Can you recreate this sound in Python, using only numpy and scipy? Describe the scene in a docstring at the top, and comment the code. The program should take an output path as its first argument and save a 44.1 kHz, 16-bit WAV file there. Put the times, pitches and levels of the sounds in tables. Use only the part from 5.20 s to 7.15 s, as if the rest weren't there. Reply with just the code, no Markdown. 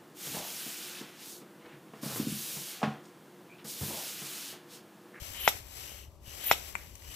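"""Hand pump over an engine bay

Two close strokes of a pressure pump. The piston seal hisses along the barrel; late in each push air
rushes and whistles through the valve, then the piston knocks on the end stop and the last air spits out.
The handle clacks once, rod and gloves tick, hands bump, and a low machine rumble lies beneath."""
import sys
import numpy as np
from scipy import signal
from scipy.fft import rfft, irfft, next_fast_len
from scipy.io import wavfile
from scipy.ndimage import map_coordinates

SR = 44100
rng = np.random.default_rng(int(sys.argv[2]) if len(sys.argv) > 2 else 0)


def master_out(mix):
    """Clip the mix to full scale and print it as 16-bit PCM to the path in sys.argv[1]."""
    frames = np.transpose(np.atleast_2d(mix))
    ceiling = np.clip(frames, -1, 1)
    pcm = np.round(ceiling * 32767).astype(np.int16)
    wavfile.write(sys.argv[1], SR, pcm)


N = 85995


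def amp(db):
    """Decibels to gain."""
    return 10 ** (np.asarray(db) / 20)


def unit(x):
    """Scale to rms 1."""
    return x / np.sqrt(np.mean(x ** 2) + 1e-20)


def clock():
    """The time of each sample in seconds."""
    return np.arange(N) / SR


def along(points, hz):
    """Read a curve of (f/Hz, value) points on a log frequency axis."""
    f, values = np.transpose(points)
    return np.interp(np.log(hz + 1), np.log(f + 1), values)


def wobble(rate):
    """A smooth random curve with rate knots a second."""
    return map_coordinates(rng.standard_normal(N // 8), [clock() * rate], mode="wrap")


def filtered(x, response):
    """Filter x by a complex response of frequency."""
    size = next_fast_len(N + SR // 2)
    return irfft(rfft(x, size) * response(np.fft.rfftfreq(size, 1 / SR)), size)[..., :N]


def noise(spectrum, alike=1):
    """Coloured stereo noise of rms 1; alike is the share of power common to both channels."""
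    share = np.clip(alike, 0, 1)
    white = rng.standard_normal((3, N))
    pair = np.sqrt(share) * white[0] + np.sqrt(1 - share) * white[1:]
    return unit(filtered(pair, lambda hz: amp(along(spectrum, hz))))


def tone(hz, width_hz):
    """A narrow breathy tone whose pitch scatters by about width_hz."""
    pitch = hz + width_hz * wobble(1200)
    return np.sqrt(2) * np.sin(2 * np.pi * np.cumsum(pitch) / SR)


def place(x, pan_db, lag_s=0, lead=None):
    """Pan left by pan_db (number or curve); the right trails by lag_s or by the phase curve lead."""
    def ears(hz):
        ratio = amp(along(pan_db, hz) if np.ndim(pan_db) else pan_db + 0 * hz)
        phase = 2 * np.pi * hz * lag_s if lead is None else along(lead, hz)
        return 2 * np.array([ratio, np.exp(-1j * phase)]) / (1 + ratio)
    return filtered(x, ears)


def gate(start, end, attack_s, release_s):
    """An envelope that rises at start, holds, and dies away after end."""
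    rise = 1 - np.exp(-np.maximum(clock() - start, 0) / attack_s)
    return rise * np.exp(-np.maximum(clock() - end, 0) / release_s)


def ring(start, modes, contact_s):
    """Damped modes (f/Hz, level/dB, t60/s) pushed inward by a blow; longer contact softens the attack."""
    t = np.maximum(clock() - start, 0)
    ringing = sum(amp(db - 60 * t / t60) * np.sin(2 * np.pi * hz * t) for hz, db, t60 in modes)
    return -(1 - np.exp(-t / contact_s)) * ringing


def machine_rumble():
    """A steady low machine rumble in the workshop."""
    # rumble spectrum: f/Hz, level/dB
    spectrum = [(20, -22.5), (40, -8), (68, 4), (100, -6.5), (160, -17), (280, -23), (400, -19.5),
                (490, -29.5), (570, -17), (660, -26.5), (1150, -26), (1500, -43.5), (5000, -42),
                (15000, -54.5)]
    return place(amp(-53) * noise(spectrum, alike=0.88), pan_db=4.5)


def reflections(x, space, delay_s):
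    """The diffuse tail of a space, with its own level and decay at each frequency."""
    space = np.array(space)
    hz, t, grains = signal.stft(rng.standard_normal((2, SR // 2)), SR, nperseg=128)
    fade = amp(-60 * t / along(space[:, [0, 2]], hz)[:, None])
    energy = np.mean(fade ** 2, axis=1, keepdims=True) * (SR // 2)
    fade *= amp(along(space[:, :2], hz))[:, None] / np.sqrt(energy)
    tail = signal.istft(grains * fade, SR, nperseg=128)[1]
    wet = signal.fftconvolve(x.mean(axis=0)[None], tail, axes=1)[:, :N]
    return filtered(wet, lambda f: np.exp(-2j * np.pi * f * delay_s))


def hand_bumps():
    """Dull thuds of the hands changing their grip."""
    # grip changes: t/s, level/dB, f/Hz
    bumps = [(0.02, -32, 94), (0.106, -37, 75), (0.351, -40, 100), (0.404, -40, 84), (1.078, -36, 99),
             (1.887, -41, 71)]
    t60_s = 0.037
    thuds = sum(ring(start, [(hz, db, t60_s)], contact_s=0.00033) for start, db, hz in bumps)
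    return place(thuds, pan_db=6)


def glove_brush():
    """A glove brushes the barrel in one soft swell of friction noise."""
    # the brush: peak t/s, half-width/s, level/dB
    brushes = [(1.595, 0.045, -53.5)]
    # glove friction spectrum: f/Hz, level/dB
    spectrum = [(300, -7.5), (1300, -7.5), (2100, -1), (2800, -13), (8000, -20), (15000, -17.5)]
    swell = sum(amp(db) * np.exp(-.5 * ((clock() - peak) / width) ** 2) for peak, width, db in brushes)
    return swell * noise(spectrum, alike=.5)


def handle_and_ticks():
    """The handle clacks and rings briefly; rod and gloves tick, each a tiny ping with a bright crack."""
    # handle clack: t/s, level/dB
    clacks = [(1.5530, -24.5)]
    # handle modes: f/Hz, level/dB, t60/s
    modes = [(205, -15.5, 0.02), (770, -27, 0.0042), (1090, 6, 0.0098), (1360, 6, 0.0084),
             (2110, 3.5, 0.014), (2340, 3, 0.017), (2620, -24, .012), (5800, -18, 0.012),
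             (7240, -7.5, 0.0083), (8070, -9, 0.013), (11800, -11, .006)]
    # light contacts: t/s, level/dB, f/Hz
    ticks = [(.147, -35, 1900), (.253, -30, 2920), (.719, -34.5, 600), (1.754, -35, 6160),
             (1.756, -42.5, 2020), (1.822, -39.5, 1980)]
    tick_t60_s = 0.0056
    hits = sum(amp(db) * ring(start, modes, contact_s=0.00057) for start, db in clacks)
    crack = amp(-6) * noise([(500, -4), (2000, 5), (14000, 6)])
    for start, db, hz in ticks:
        ping = ring(start, [(hz, 0, tick_t60_s)], contact_s=.0003)
        hits = hits + amp(db) * (ping + crack * gate(start, start, attack_s=0.00035, release_s=0.0017))
    return place(hits, pan_db=11, lag_s=0.0004)


def piston():
    """The seal rubs along the barrel, louder with speed and slightly rough; the air inside sings."""
    # rub of the seal through the strokes: t/s, level/dB
    slide = [(0, -49.5), (.03, -45), (.13, -45.5), (.22, -46.5), (.28, -43.5), (.37, -45.5), (.395, -49),
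             (.425, -55), (.51, -51), (.58, -44.5), (.67, -46), (.78, -50), (.84, -55.5), (0.891, -67),
             (1.0, -73.5), (1.035, -62.5), (1.077, -50.5), (1.18, -45), (1.29, -42.5), (1.41, -46),
             (1.505, -46.5), (1.545, -53.5), (1.66, -54.5), (1.72, -58), (1.80, -56.5), (1.86, -52),
             (1.95, -45.5)]
    # hiss of the seal in the barrel: f/Hz, level/dB
    barrel = [(100, -5), (550, 0), (1000, -2.5), (1450, -5), (2250, -0.5), (2550, -0.5), (3000, 0.5),
              (3500, -2.5), (4500, -3), (5750, 0.5), (6750, -3), (7600, 1), (8800, -7), (10200, -4.5),
              (12200, 1), (13200, -2.5), (14200, -3.5), (15600, -11.5)]
    # faint singing of the air, strongest in the slower parts of the strokes: t/s, level/dB
    sing = [(0, -57.5), (.1, -67), (.5, -83), (.6, -62), (.68, -54), (.8, -61), (.86, -63.5), (.9, -85.5),
            (1.01, -90.5), (1.05, -62.5), (1.1, -54), (1.2, -66), (1.8, -72.5), (1.86, -60.5), (1.95, -57)]
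    sing_hz, width_hz, overtone_db = 2934, 170, -5.5
    rub_db = np.interp(clock(), *np.transpose(slide)) + wobble(220)  # about 1 dB of roughness
    rub = place(amp(rub_db) * noise(barrel, alike=0.63), pan_db=9.5, lag_s=0.0005047)
    note = tone(sing_hz, width_hz) * wobble(400)
    note += amp(overtone_db) * tone(2 * sing_hz, 2 * width_hz) * wobble(400)
    sing_db = np.interp(clock(), *np.transpose(sing))
    return rub + place(amp(sing_db) * note, pan_db=5)


def valve_rush():
    """Air forced through the valve: a rush and a narrow note swell with pressure, then stop."""
    # pushes: start/s, end/s, rush level/dB, note level/dB
    pushes = [(0.129, 0.266, -38.5, -40.5), (1.19, 1.329, -37, -44.5)]
    # rush spectrum: f/Hz, level/dB
    spectrum = [(300, -17.5), (1500, -12), (1950, -5.5), (2300, -5), (2700, -2.5), (3050, 0), (3400, -6),
                (4000, -6), (4800, -20), (9000, -25), (15000, -27.5)]
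    rise_db, flutter_db = 16, 1.7
    air = np.zeros((2, N))
    for start, end, rush_db, note_db in pushes:
        progress = np.clip((clock() - start) / (end - start), 0, 1)
        flow = amp(rise_db * (progress - 1) + flutter_db * wobble(120))
        flow *= gate(start, end, attack_s=0.011, release_s=0.015)
        rush = amp(rush_db) * noise(spectrum, alike=0.37)
        note = amp(note_db) * tone(hz=3045, width_hz=150)
        air += flow * (rush + note)
    return place(air, pan_db=5, lag_s=.00006)


def valve_whistle():
    """Two thin unsteady tones swell and climb with the pressure inside the noise of the jet."""
    # whistles: start/s, end/s, first f/Hz, last f/Hz, glide exponent, level/dB, flutter/dB
    whistles = [(0.188, 0.287, 12500, 14500, 3.5, -41.5, 2), (1.233, 1.308, 13720, 14380, .5, -39, 3.5)]
    # jet spectrum: f/Hz, level/dB
    jet = [(5000, -30.5), (9600, -32), (10800, -2), (12400, -2.5), (13300, -4), (14500, -18.5),
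           (15600, -18.5)]
    width_hz, swell_s, lower_ratio, lower_db, jet_db = 203, .03, .775, -14.5, -3
    t, air = clock(), np.zeros((2, N))
    for start, end, first_hz, last_hz, exponent, db, flutter_db in whistles:
        glide = np.clip((t - start) / (end - start), 0, 1) ** exponent
        pitch = first_hz + (last_hz - first_hz) * glide
        upper, lower = tone(pitch, width_hz), tone(lower_ratio * pitch, width_hz)
        swell = np.clip((t - start) / swell_s, 0, 1) * gate(start, end, 0.0052, 0.0027)
        level = amp(db + flutter_db * wobble(110)) * swell
        air += level * (upper + amp(lower_db) * lower + amp(jet_db) * noise(jet, alike=0.27))
    return place(air, pan_db=13)


def end_stop():
    """The piston hits its stop: a hard, dead knock of the body, a thud in the hand, a spit of air."""
    # hits: t/s, knock level/dB, spit level/dB
    hits = [(0.2768, -3, -27.5), (1.3128, -3, -28)]
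    # pump body modes: f/Hz, level/dB, t60/s
    body = [(793, -1, 0.0077), (932, -1.5, 0.0077), (1283, 4.5, 0.0053), (1972, -10.5, 0.018),
            (2096, -5.5, 0.013), (2473, -14, 0.023), (2424, -26, 0.042), (3257, -8.5, 0.0089),
            (3577, -29.5, 0.047), (5430, -16.5, .016), (6940, -15.5, 0.0092), (8650, -37, 0.11)]
    # spectrum of the escaping air: f/Hz, level/dB
    spit = [(400, -32.5), (800, -8), (1400, -14.5), (2600, -2.5), (3700, 1.5), (4800, -9.5), (5600, -1.5),
            (7000, -9.5), (8400, -6), (9100, -18), (10500, -12.5), (11800, 3.5), (12700, -7), (13600, -1.5),
            (14400, -15), (15600, -27)]
    # the knock is louder on the left: f/Hz, left over right/dB
    knock_pan = [(150, 10.5), (900, 3.5), (1500, 10.5), (2200, 2), (3500, 1), (6000, 4.5)]
    # and arrives there first: f/Hz, phase lead/rad
    knock_lead = [(100, .05), (450, .35), (900, .85), (1700, 0.72), (2700, 0.37), (8000, 2.3), (15000, 3)]
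    contact_s, thud_hz, thud_db, thud_t60_s = 0.00051, 140, -25, 0.021
    radiation_hz = 450  # the small body radiates little below this
    knocks = sum(amp(db) * ring(start, body, contact_s) for start, db, _ in hits)
    knocks = signal.sosfilt(signal.butter(2, radiation_hz, "highpass", fs=SR, output="sos"), knocks)
    hand = [(thud_hz, thud_db, thud_t60_s)]
    thuds = sum(amp(db) * ring(start, hand, contact_s) for start, db, _ in hits)
    bursts = sum(amp(db) * gate(start, start + 0.014, attack_s=0.001, release_s=0.0071)
                 for start, _, db in hits)
    air = place(bursts * noise(spit, alike=0.29), pan_db=2)
    return place(knocks + thuds, knock_pan, lead=knock_lead) + air


def scene():
    """Valve, knocks and handling with their reflections; piston, hand bumps and rumble stay dry."""
    # engine bay reflections: f/Hz, level/dB, t60/s
    bay = [(150, -13, 0.11), (800, -9, 0.054), (2300, -11, 0.054), (6000, -7, 0.023), (14000, 0, 0.073)]
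    # workshop reverb: f/Hz, level/dB, t60/s
    shop = [(150, -4, 0.54), (800, -23, 0.28), (2300, -14.5, 0.31), (6000, -7, 0.23), (14000, -13, .2)]
    pump = valve_rush() + valve_whistle() + end_stop() + handle_and_ticks() + glove_brush()
    wet = reflections(pump, bay, delay_s=.004) + reflections(pump, shop, delay_s=.012)
    return pump + wet + piston() + hand_bumps() + machine_rumble()


def record(dry):
    """A brick-wall low-pass takes off the very top."""
    top_hz = 15650
    return filtered(dry, lambda hz: hz < top_hz)


dry = scene()
out = record(dry)
master_out(out)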